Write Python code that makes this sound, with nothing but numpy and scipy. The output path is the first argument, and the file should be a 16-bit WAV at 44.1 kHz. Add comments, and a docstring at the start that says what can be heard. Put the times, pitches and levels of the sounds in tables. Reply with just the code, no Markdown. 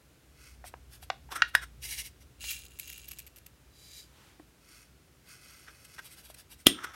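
"""Sequin tins opened by hand

Close by, hands work the lid off a small faceted tin, shake the plastic sequins inside and tip them onto slime.
The last sequins tick out in clusters; the tin slides aside, a second is turned and its tight lid pops off.
Knocks and the pop are fading tones with bursts of noise; rubbing and sequins are showers of tiny random
contacts that ring the tin walls. A small dry room with a low hum lies behind.
"""
import sys
import numpy as np
from scipy import signal
from scipy.fft import rfft, irfft, next_fast_len
from scipy.io import wavfile

SR = 44100
rng = np.random.default_rng(int(sys.argv[2]) if len(sys.argv) > 2 else 0)


def transcribe(signal):
    """Save signal, clipped to [-1, 1], as a 16-bit WAV file at the path in sys.argv[1]."""
    frames = np.atleast_2d(signal).T
    limited = np.clip(frames, -1, 1)
    pcm = np.round(limited * 32767).astype(np.int16)
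    wavfile.write(sys.argv[1], SR, pcm)


N = 306495

TIME = np.arange(N) / SR  # the whole scene, in seconds
AGE = TIME[:SR // 2]  # seconds since a blow


def amp(db):
    """Turn decibels into a gain."""
    return 10 ** (np.asarray(db) / 20)


def unit(x):
    """Scale a sound to rms 1."""
    return x / np.sqrt(np.mean(x ** 2) + 1e-20)


def crest(x):
    """Scale a sound so that its few tallest samples stand near 1."""
    tallest = np.sort(np.abs(x))[-4:]
    return x / np.mean(tallest)


def along(points, hz):
    """Read a curve of (pitch, value) points at any pitch, on a log pitch axis."""
    point_hz, value = np.transpose(points)
    return np.interp(np.log(hz + 1), np.log(point_hz), value)


def add(track, s, sound):
    """Mix a sound into the track at time s."""
    part = track[round(s * SR):][:len(sound)]
    part += sound[:len(part)]


def noise(length):
    """Plain white noise."""
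    return rng.standard_normal(length)


def fade(t60):
    """Exponential decay after a blow: it falls by 60 dB in t60 seconds."""
    return np.exp(-np.log(1000) * AGE / t60)


def swell(s, db, spread):
    """Bell-shaped gain of one stroke, at its top at time s; spread is the bell's standard deviation in s."""
    gain = np.zeros(N)
    near = slice(max(0, int((s - 5 * spread) * SR)), int((s + 5 * spread) * SR))
    gain[near] = amp(db) * np.exp(-((TIME[near] - s) / spread) ** 2 / 2)
    return gain


def swells(rows):
    """Joint gain of several bell-shaped strokes; their powers add."""
    return np.sqrt(sum(swell(*row) ** 2 for row in rows))


def stroke(s, length, db, growth, rise, fall):
    """Gain of one movement: it sets in, grows or sags for its length, then dies; slopes in dB per second."""
    t = TIME - s
    level_db = db + growth * np.clip(t, 0, length)
    before_db = abs(rise) * np.maximum(-t, 0)
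    after_db = abs(fall) * np.maximum(t - length, 0)
    return amp(level_db - before_db - after_db)


def filtered(x, response):
    """Shape a sound by a gain that depends on pitch."""
    m = next_fast_len(len(x) + 8192)
    return irfft(rfft(x, m) * response(np.fft.rfftfreq(m, 1 / SR)), m)[:len(x)]


def coloured(x, spectrum):
    """Give a sound a tone colour, at rms 1."""
    return unit(filtered(x, lambda hz: amp(along(spectrum, hz))))


def grains(rate, spread_db):
    """Tiny random contacts of uneven size, on average rate a second."""
    hits = rng.random(N) < rate / SR
    return hits * noise(N) * amp(spread_db * noise(N))


def patter(rate, spread_db, t60, count=8):
    """Contacts of pieces of many sizes: each clicks and rings briefly in its own part of the spectrum."""
    clicks = grains(rate, spread_db) / np.sqrt(rate)
    family = rng.integers(count, size=N)
    pole = np.exp(-np.log(1000) / (t60 * SR))  # loss per sample
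    rings = np.zeros(N)
    for k, hz in enumerate(np.linspace(2000, 15000, count)):
        resonance = [1, -2 * pole * np.cos(2 * np.pi * hz / SR), pole ** 2]
        rings += signal.lfilter([1, 0, -1], resonance, clicks * (family == k))
    return unit(unit(rings) + 1.822 * unit(clicks))


def through_tin(x, spectrum, peaks, t60, ring_db):
    """Contacts ring the thin walls: a few strong resonances over a dense crowd of weak ones. Rms 1."""
    age = AGE[:SR // 10]
    tail = noise(len(age)) * fade(t60)[:len(age)]
    rung = x + amp(ring_db) * signal.oaconvolve(x, tail / np.linalg.norm(tail))[:N]
    grid = np.linspace(0, SR / 2, 4096)
    power = 1 + sum(amp(db) ** 2 / (1 + (2 * (grid - hz) / width) ** 2) for hz, width, db in peaks)
    gain = np.sqrt(power) * amp(along(spectrum, grid))
    return unit(filtered(rung, lambda hz: np.interp(hz, grid, gain)))


def ring(modes, scatter_db):
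    """Fading tones of struck metal, each with a new random strength and sign."""
    out = np.zeros(len(AGE))
    for hz, db, t60 in modes:
        strength = amp(db + scatter_db * rng.standard_normal()) * rng.choice([-1, 1])
        out += strength * fade(t60) * np.sin(2 * np.pi * hz * AGE)
    return out


# How the low hum and rumble swell and sink: start_s, level_db (before the shares set below)
RUMBLE_LEVEL = [(0.2, -74), (0.37, -54.5), (1.75, -51), (3.6, -60), (5.2, -70), (6.6, -62)]
# Tone colour of the rumble: pitch_hz, relative level_db per Hz
RUMBLE_COLOUR = [(25, -40.5), (45, -10), (60, 4), (80, -3), (110, -13.5), (130, -3), (160, -29), (250, -18),
                 (600, -42.5), (2000, -85)]
# Tone colour of the even hiss: pitch_hz, relative level_db per Hz
HISS_COLOUR = [(35, -29), (60, -9.5), (103, -15.5), (133, -11.5), (212, -20.5), (262, -20), (338, -20),
               (946, -30.5), (1510, -28), (1700, -30.5), (2710, -31), (3190, -33), (16000, -39)]


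def background():
    """A low hum in rumble that swells and sinks, and even hiss."""
    hum_hz = 59.3
    hum = np.sqrt(2) * np.sin(2 * np.pi * hum_hz * TIME + 2 * np.pi * rng.random())
    low = amp(-8.5) * hum + amp(-4.5) * coloured(noise(N), RUMBLE_COLOUR)
    level = amp(np.interp(TIME, *np.transpose(RUMBLE_LEVEL)))
    return level * low + amp(-62.5) * coloured(noise(N), HISS_COLOUR)


# How long the room rings on: pitch_hz, t60_s (time to fall by 60 dB)
ROOM_DECAY = [(200, 0.25), (1500, 0.16), (4000, 0.25), (12000, 0.12)]


def room(x):
    """A short diffuse answer that builds up over a few milliseconds, its decay set by pitch."""
    hz, t, z = signal.stft(noise(len(AGE)), SR, nperseg=256)
    decay = amp(-60 * t / along(ROOM_DECAY, hz)[:, None])
    tail = signal.istft(z * decay, SR, nperseg=256)[1][:len(AGE)]
    tail *= 1 - np.exp(-AGE / 0.0094)
    return signal.fftconvolve(x, tail / np.linalg.norm(tail))[:N]


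POP_AT = 6.6675  # the tight lid lets go (s)
ECHO_DELAY_S, ECHO_DB, ECHO_T60_S = 0.028, -37, 0.25
# Tone colour of the returning thump: pitch_hz, relative level_db per Hz
ECHO_COLOUR = [(100, -26), (200, -5), (270, 5), (380, 1), (480, -18), (900, -48), (3000, -78)]


def thump_echo():
    """The pop's low thump comes back from the room as a short boom of fading noise."""
    boom = coloured(noise(len(AGE)), ECHO_COLOUR) * fade(ECHO_T60_S) * (1 - np.exp(-AGE / 0.0023))
    out = np.zeros(N)
    add(out, POP_AT + ECHO_DELAY_S, amp(ECHO_DB) * boom)
    return out


# An arm swishes past: middle_s, rms level_db at its top, spread_s
ARM_REACH = [(4.24, -61.5, 0.095)]
# Tone colour of the sleeve: pitch_hz, relative level_db per Hz
SLEEVE_COLOUR = [(120, -40.5), (200, -13.5), (312, -11), (719, -22), (800, -12), (3090, -15.5),
                 (14000, -29.5)]


def sleeve():
    """A sleeve swishes: soft noise that swells and sinks."""
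    return coloured(noise(N), SLEEVE_COLOUR) * swell(*ARM_REACH[0])


SLIDE_AT, SLIDE_LENGTH_S = 3.76, 0.23
# starting level, growth as it gathers speed, and the slope at either end
SLIDE_DB, SLIDE_GROWTH_DB_PER_S, SLIDE_EDGE_DB_PER_S = -63, 58, 233.5
# Tone colour of tin on table: pitch_hz, relative level_db per Hz
TABLE_COLOUR = [(500, -31), (1300, -31), (1750, -3), (2500, -10), (3600, -0.5), (5000, -1), (7200, -1.5),
                (10000, -5.5), (12500, -4), (16000, -12.5)]
# The empty tin's resonances: pitch_hz, width_hz, level_db over the tone colour
EMPTY_TIN = [(2350, 50, 18), (2860, 70, 10), (3950, 79, 10), (4646, 62, 9.5), (4770, 72, 10.5),
             (6000, 64, -5), (7160, 190, 5.5), (8900, 150, 6)]


def slide():
    """The empty tin sings faintly as its many contacts with the table ring its walls."""
    edge = SLIDE_EDGE_DB_PER_S
    speed = stroke(SLIDE_AT, SLIDE_LENGTH_S, SLIDE_DB, SLIDE_GROWTH_DB_PER_S, edge, edge)
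    return speed * through_tin(grains(rate=7000, spread_db=2), TABLE_COLOUR, EMPTY_TIN, t60=.05, ring_db=-2)


# The hollow tone of the tin in hand, which climbs as the first lid lifts: start_s, pitch_hz
HOLLOW_TONE = [(1.25, 755), (1.31, 920), (1.37, 1400), (1.55, 1500), (6.07, 1560), (6.79, 1320)]


def hollow_hz(s):
    """Pitch of the hollow tone of the tin in hand at time s."""
    return np.interp(s, *np.transpose(HOLLOW_TONE))


# The rim scrapes on the tin while the fingers slip on it (the hands play the hiss):
# middle_s, rms level_db at its top, spread_s, finger hiss rms level_db
RIM_SCRAPES = [(0.653, -50, 0.0038, -69), (1.326, -39.5, 0.01, -47.5), (1.364, -37.5, 0.0084, -41.5),
               (1.491, -62, 0.0081, -55), (1.554, -36, 0.0072, -48), (1.632, -42.5, 0.01, -48),
               (5.686, -50, 0.011, -68), (5.992, -41.5, 0.0062, -54), (6.845, -36.5, 0.0056, -45),
               (6.945, -50, 0.006, -56)]
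# Each lid drags lightly as it comes clear: middle_s, rms level_db at its top, spread_s
LID_DRAGS = [(1.39, -46.5, 0.035), (6.842, -47.5, 0.065)]
# Tone colour of the rim: pitch_hz, relative level_db per Hz
RIM_COLOUR = [(200, -10), (700, -9), (1500, -7), (2400, -8), (3500, -8), (4500, -17.5), (5400, -9.5),
              (7000, -15), (15000, -27)]


def scrapes():
    """The rim sticks and slips in a shower of contacts that excites the tin's hollow tone."""
    peaks = [(3520, 140, 2.3), (5700, 250, 5.13)]  # pitch_hz, width_hz, level_db
    rub = through_tin(grains(rate=6000, spread_db=0), RIM_COLOUR, peaks, t60=0.036, ring_db=-12.5)
    out = np.zeros(N)
    for s, db, spread, *_ in RIM_SCRAPES + LID_DRAGS:
        hollow = signal.lfilter(*signal.iirpeak(hollow_hz(s), 5, fs=SR), rub)
        out += swell(s, db, spread) * unit(hollow + amp(-19.0) * rub)
    return out


# Fingers brush the lacquer: middle_s, rms level_db at its top, spread_s
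FINGER_BRUSHES = [(0.674, -48.5, 0.014), (0.944, -53.5, 0.02), (1.034, -51, 0.0095), (5.853, -51.5, 0.0046),
                  (5.947, -56, 0.0063), (6.303, -54, 0.011), (6.347, -51.5, 0.0043), (6.395, -53.5, 0.018),
                  (6.524, -51, 0.0142), (6.606, -58.5, 0.015)]
# Tone colour of skin on lacquer: pitch_hz, relative level_db per Hz
SKIN_COLOUR = [(400, -19.5), (800, -9), (1500, -4.5), (3000, -1.5), (5000, -2.5), (6400, -7), (8200, -4),
               (12200, -4), (16000, -11)]
# the fingers step round the second lid in even, weakening steps
WALK_AT, WALK_STEP_S, WALK_SPREAD_S = 6.06, 0.066, 0.0165
WALK_DB, WALK_LOSS_DB = -50.5, 1.3  # first step, and the loss with each further one


def hands(count=3):
    """Fingers brush the lacquer, slip with every scrape and walk round the lid, each with its own ring."""
    slips = [(s, hiss_db, spread) for s, _, spread, hiss_db in RIM_SCRAPES]
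    walk = [(WALK_AT + k * WALK_STEP_S, WALK_DB - k * WALK_LOSS_DB, WALK_SPREAD_S) for k in range(4)]
    strokes = FINGER_BRUSHES + slips + walk
    peaks = [(5506, 260, -2), (8750, 308, 1)]  # pitch_hz, width_hz, level_db
    out = np.zeros(N)
    for finger in range(count):
        contacts = grains(rate=12000, spread_db=0.0)
        skin = through_tin(contacts, SKIN_COLOUR, peaks, t60=0.018, ring_db=-0.5)
        out += skin * swells(strokes[finger::count])  # the fingers take turns
    return out


HOLLOW_CYCLES = 19  # the hollow tone falls by 60 dB in this many cycles
WALL_DB = -23.5  # ring of the walls under the hollow tone
# The tin's walls, damped by the hand: pitch_hz, relative level_db, t60_s
WALL_TONES = [(1139, -7, .02), (1730, 13.5, 0.015), (1881, 4, 0.044), (2456, -3.5, .04), (2825, -1.5, .035),
              (3110, -8, .035), (3330, -5, 0.03), (3830, -4, .03), (4700, -8.5, 0.027), (5094, -10, 0.046),
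              (6980, -8.5, 0.029), (8380, -9, .025), (10700, -12, 0.022)]


def blow(tone_hz, crack_db, bright_hz):
    """One blow sounds a fading hollow tone, the ring of the walls and a crack of noise. Peak near 1."""
    hollow = np.sin(2 * np.pi * tone_hz * AGE) * fade(HOLLOW_CYCLES / tone_hz)
    hollow *= 1 - np.exp(-AGE / .0012)
    walls = amp(WALL_DB) * ring(WALL_TONES, scatter_db=3)
    crack = amp(crack_db) * noise(len(AGE)) * fade(0.017)
    # a softer contact leaves out the treble
    soften = signal.butter(3, min(bright_hz, .45 * SR), fs=SR)
    # a small tin radiates little below its hollow tone
    thin = signal.butter(2, 0.55 * tone_hz, "high", fs=SR)
    return crest(signal.lfilter(*thin, hollow + signal.lfilter(*soften, walls + crack)))


# The lid knocks on the tin: start_s, peak level_db, crack level_db (before softening and scaling),
# brightness_hz of the contact
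LID_KNOCKS = [(0.641, -38.5, 5, 1730), (0.739, -30.5, 17, 1540), (1.027, -45, -4, 6000),
              (1.101, -17, 7, 3200), (1.29, -46.5, -5.5, 2000), (1.319, -30, 18, 4000),
              (1.4206, -6.5, -14, 4450), (1.551, -5.5, -14, 12300), (2.4408, -32.5, 22.5, 5030),
              (5.982, -40, 2, 2560), (6.789, -33.5, -8, 2590)]
# Soft bumps as the second tin is picked up and gripped: start_s, peak level_db, pitch_hz
HAND_THUDS = [(4.397, -43, 304), (6.300, -42, 610)]
THUD_CRACK_DB, THUD_BRIGHT_HZ = 14.5, 1030


def knocks():
    """Hard knocks of the lid at the tin's hollow tone, and soft low bumps of the hand."""
    out = np.zeros(N)
    for s, db, crack_db, bright_hz in LID_KNOCKS:
        add(out, s, amp(db) * blow(hollow_hz(s), crack_db, bright_hz))
    for s, db, hz in HAND_THUDS:
        add(out, s, amp(db) * blow(hz, THUD_CRACK_DB, THUD_BRIGHT_HZ))
    return out


# The freed lid rings: pitch_hz, relative level_db, t60_s
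LID_TONES = [(277, -1.5, 0.204), (710, -11, 0.15), (1210, -13, 0.18), (1438, -16, .07), (1970, 7, 0.1),
             (2620, 6, 0.046), (2730, -17, .12), (3140, -5, 0.13), (3220, -5, 0.18), (3660, -21, 0.2),
             (3830, -2.5, 0.12), (4150, -10, .12), (4830, -21, 0.16), (5200, 1, 0.11), (5560, -18, 0.19),
             (6308, -17, .15), (6990, -55, .2), (7500, -12, .16), (8730, 1.5, 0.2), (10700, -4, 0.092),
             (12400, -6.5, 0.1)]
# Tone colour of the snap: pitch_hz, relative level_db per Hz
CRACK_COLOUR = [(60, -32), (140, -9), (310, 1.5), (500, -12.5), (950, -18.5), (1480, -8.5), (1800, -12),
                (2600, -9.5), (3120, 2.5), (3750, -9.5), (4380, -15.5), (5050, -6), (6000, -15),
                (7200, -13.5), (8200, -21), (10200, -12.5), (11400, -16.5), (12700, -11), (13600, -23.5),
                (16000, -25)]


def pop():
    """The rim creeps, snaps over its bead, air thumps into the tin and the free lid rings on."""
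    # pitch_hz, relative level_db per Hz
    creep_colour = [(100, -8), (400, -2.5), (900, -21), (3500, -4), (8000, -33.5)]
    out = swell(POP_AT - .001, -27, 0.0032) * coloured(noise(N), creep_colour)
    snap = amp(-7.0) * np.exp(-(AGE / 0.0038) ** 2)
    snap_tail = amp(-21.5) * fade(0.051) + amp(-32.0) * fade(0.2)
    add(out, POP_AT, coloured(noise(len(AGE)), CRACK_COLOUR) * (snap + snap_tail))
    add(out, POP_AT, amp(-36.0) * ring(LID_TONES, scatter_db=3.0))
    # the air's resonance climbs as the gap opens
    air_hz = 330 - 190 * np.exp(-AGE / 0.0031)
    thump = -np.sin(2 * np.pi * np.cumsum(air_hz) / SR) * fade(0.019) * (1 - np.exp(-AGE / 0.0024))
    thump = signal.lfilter(*signal.butter(2, 130, "high", fs=SR), thump)  # too small a tin to push deep bass
    add(out, POP_AT - .001, amp(-7.0) * thump)
    return out


# Faint little clusters of sequin ticks fall at loosely random times in this stretch: start_s, end_s
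STRAY_STRETCH = (2.82, 3.4)
STRAY_DB, STRAY_SPREAD_DB, STRAY_LENGTH_S = -38, 1.5, 0.005


def strays(count):
    """Faint little clusters at loosely random times: rows like those of the other clusters."""
    times = np.interp(np.arange(count) + rng.random(count), [0, count], STRAY_STRETCH)
    return [(s, STRAY_DB + STRAY_SPREAD_DB * rng.standard_normal(), STRAY_LENGTH_S) for s in times]


# Sequins strike the tin in little clusters: start_s, peak level_db, length_s
TICK_CLUSTERS = [(2.508, -22, 0.0082), (2.525, -29.5, 0.0086), (2.589, -37, 0.0023), (2.65, -42.5, .004),
                 (2.788, -31, .003), (2.796, -23.5, 0.0027), (2.8995, -30.5, 0.0034), (2.926, -33, 0.0078),
                 (3.082, -29.5, 0.009), (3.112, -26.5, 0.0091), (3.187, -30.5, .008), (3.266, -37.5, .012),
                 (3.361, -38.5, 0.016), (3.463, -36.5, 0.0036)]
# Tone colour of a tick: pitch_hz, relative level_db per Hz
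TICK_COLOUR = [(900, -32), (1800, -10), (2600, 1.5), (3600, -8), (6000, -6), (9000, -7), (11500, -2),
               (12900, 6.5), (13800, -8), (16000, -6)]


def ticks():
    """A clump lands as a few sharp contacts in quick succession and sets the tin buzzing briefly."""
    out = np.zeros(N)
    order = np.arange(4)
    for s, db, length in TICK_CLUSTERS + strays(count=5):
        delays = length * (order + rng.random(4) * (order > 0)) / 4  # the first lands at once
        burst = np.zeros(len(AGE))
        for delay in delays:
            contact = np.exp(-np.abs(AGE - delay) / .0012) * (AGE >= delay)
            burst += contact * amp(1.5 * rng.standard_normal())
        # every clump hits a new spot
        colour = [(hz, gain_db + 1.1 * rng.standard_normal()) for hz, gain_db in TICK_COLOUR]
        buzz = 0.35 * fade(0.078)
        add(out, s, amp(db) * crest(coloured(noise(len(AGE)), colour) * (burst + buzz)))
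    return out


# A shut tin rustles as it is turned: middle_s, rms level_db at its top, spread_s
TIN_TURNS = [(0.46, -57, 0.058), (4.75, -56, 0.066), (5.32, -53.5, 0.036), (5.51, -56, 0.12),
             (5.9, -60, 0.21)]
# Tone colour of sequins in a shut tin: pitch_hz, relative level_db per Hz
SHUT_COLOUR = [(400, -34), (1100, -10.5), (1500, -6), (3200, -1.5), (3650, -11), (4600, -1), (6300, -8.5),
               (8600, -8), (10200, -13), (11400, -6.5), (13000, -17), (16000, -11)]
# The shut tin's resonances: pitch_hz, width_hz, level_db over the tone colour
CLOSED_TIN = [(1520, 160, 9), (2025, 43, 11), (2510, 59, 9), (2550, 50, 0.5), (5100, 210, -5),
              (8616, 90, 5), (9050, 150, 6)]


def turned_sequins():
    """Sequins shift inside a shut tin: light contacts ring its walls."""
    contacts = patter(rate=4000, spread_db=2, t60=.0018)
    return swells(TIN_TURNS) * through_tin(contacts, SHUT_COLOUR, CLOSED_TIN, t60=.04, ring_db=-1)


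# The heap slides across the open tin: middle_s, rms level_db at its top, spread_s
HEAP_SHAKES = [(1.851, -38.5, 0.016), (1.923, -38, 0.031), (1.997, -35.5, 0.015), (2.06, -45, 0.016),
               (2.22, -60.5, 0.011)]
# Tone colour of the heap: pitch_hz, relative level_db per Hz
HEAP_COLOUR = [(600, -16.5), (1000, -13), (1600, -9), (2200, -2.5), (3100, -7.5), (4600, 0), (6600, -3),
               (8700, -0.5), (10000, -7.5), (11400, -2), (13300, -8.5), (16000, -7)]
# The open tin rings under the sequins, shaken or poured: pitch_hz, width_hz, level_db over the tone colour
OPEN_TIN = [(2404, 68, 8), (2815, 180, 11.5), (3280, 190, 0.5), (4000, 54, 6), (4860, 180, 5),
            (5380, 74, 4.5), (11200, 140, 5.5), (11350, 100, 3)]


def shaken_sequins():
    """The sliding heap is a dense patter of light contacts that rings the open tin."""
    contacts = patter(rate=10000, spread_db=2, t60=.002)
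    return swells(HEAP_SHAKES) * through_tin(contacts, HEAP_COLOUR, OPEN_TIN, t60=.04, ring_db=-1)


# The tin is tipped twice and sequins stream over the rim, with a trickle between:
# start_s, length_s, starting rms level_db, growth in dB per second
SEQUIN_POURS = [(2.411, 0.095, -46, 100.5), (2.601, 0.2, -60, -11.5), (2.81, 0.4, -49, -26.5)]
POUR_RISE_DB_PER_S, POUR_FALL_DB_PER_S = 1200, 160.5
# Tone colour of the stream: pitch_hz, relative level_db per Hz
STREAM_COLOUR = [(600, -50.5), (1200, -20), (1600, -8), (2100, -6), (3000, -5), (4200, -5), (7000, -3),
                 (9500, -4.5), (11500, -5.5), (12900, -9), (14000, -9.5), (16000, -1)]


def poured_sequins():
    """Sequins stream over the rim; the contacts grow sparse when the stream thins to a trickle."""
    pours = [stroke(*row, POUR_RISE_DB_PER_S, POUR_FALL_DB_PER_S) for row in SEQUIN_POURS]
    flow = np.sqrt(sum(gain ** 2 for gain in pours))
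    rate = 500 + 28000 * (flow / flow.max()) ** 1.6  # contacts per second
    contacts = patter(rate, spread_db=2.7, t60=.002)
    return flow * through_tin(contacts, STREAM_COLOUR, OPEN_TIN, t60=.025, ring_db=-5)


def scene():
    """All the handling, the room's answer to it and the background."""
    handling = slide() + sleeve() + scrapes() + hands() + knocks() + pop() + thump_echo()
    sequins = ticks() + turned_sequins() + shaken_sequins() + poured_sequins()
    near = handling + sequins
    return (near + amp(-17.0) * room(near) + background())[None]


TOP_HZ = 16000  # nothing above this pitch is kept
# Treble dip of the microphone: pitch_hz, level_db
MICROPHONE_CURVE = [(12400, 0.5), (13000, -2), (13500, -1), (14300, -1), (15300, -1.5)]


def record(dry):
    """The microphone dips in the treble and drops the deepest bass; the recorder clips and limits the band."""
    sound = signal.lfilter(*signal.butter(3, 38, "high", fs=SR), dry[0])
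    sound = filtered(sound, lambda hz: amp(along(MICROPHONE_CURVE, hz)))
    return filtered(np.clip(sound, -1, 1), lambda hz: hz < TOP_HZ)[None]


dry = scene()
out = record(dry)
transcribe(out)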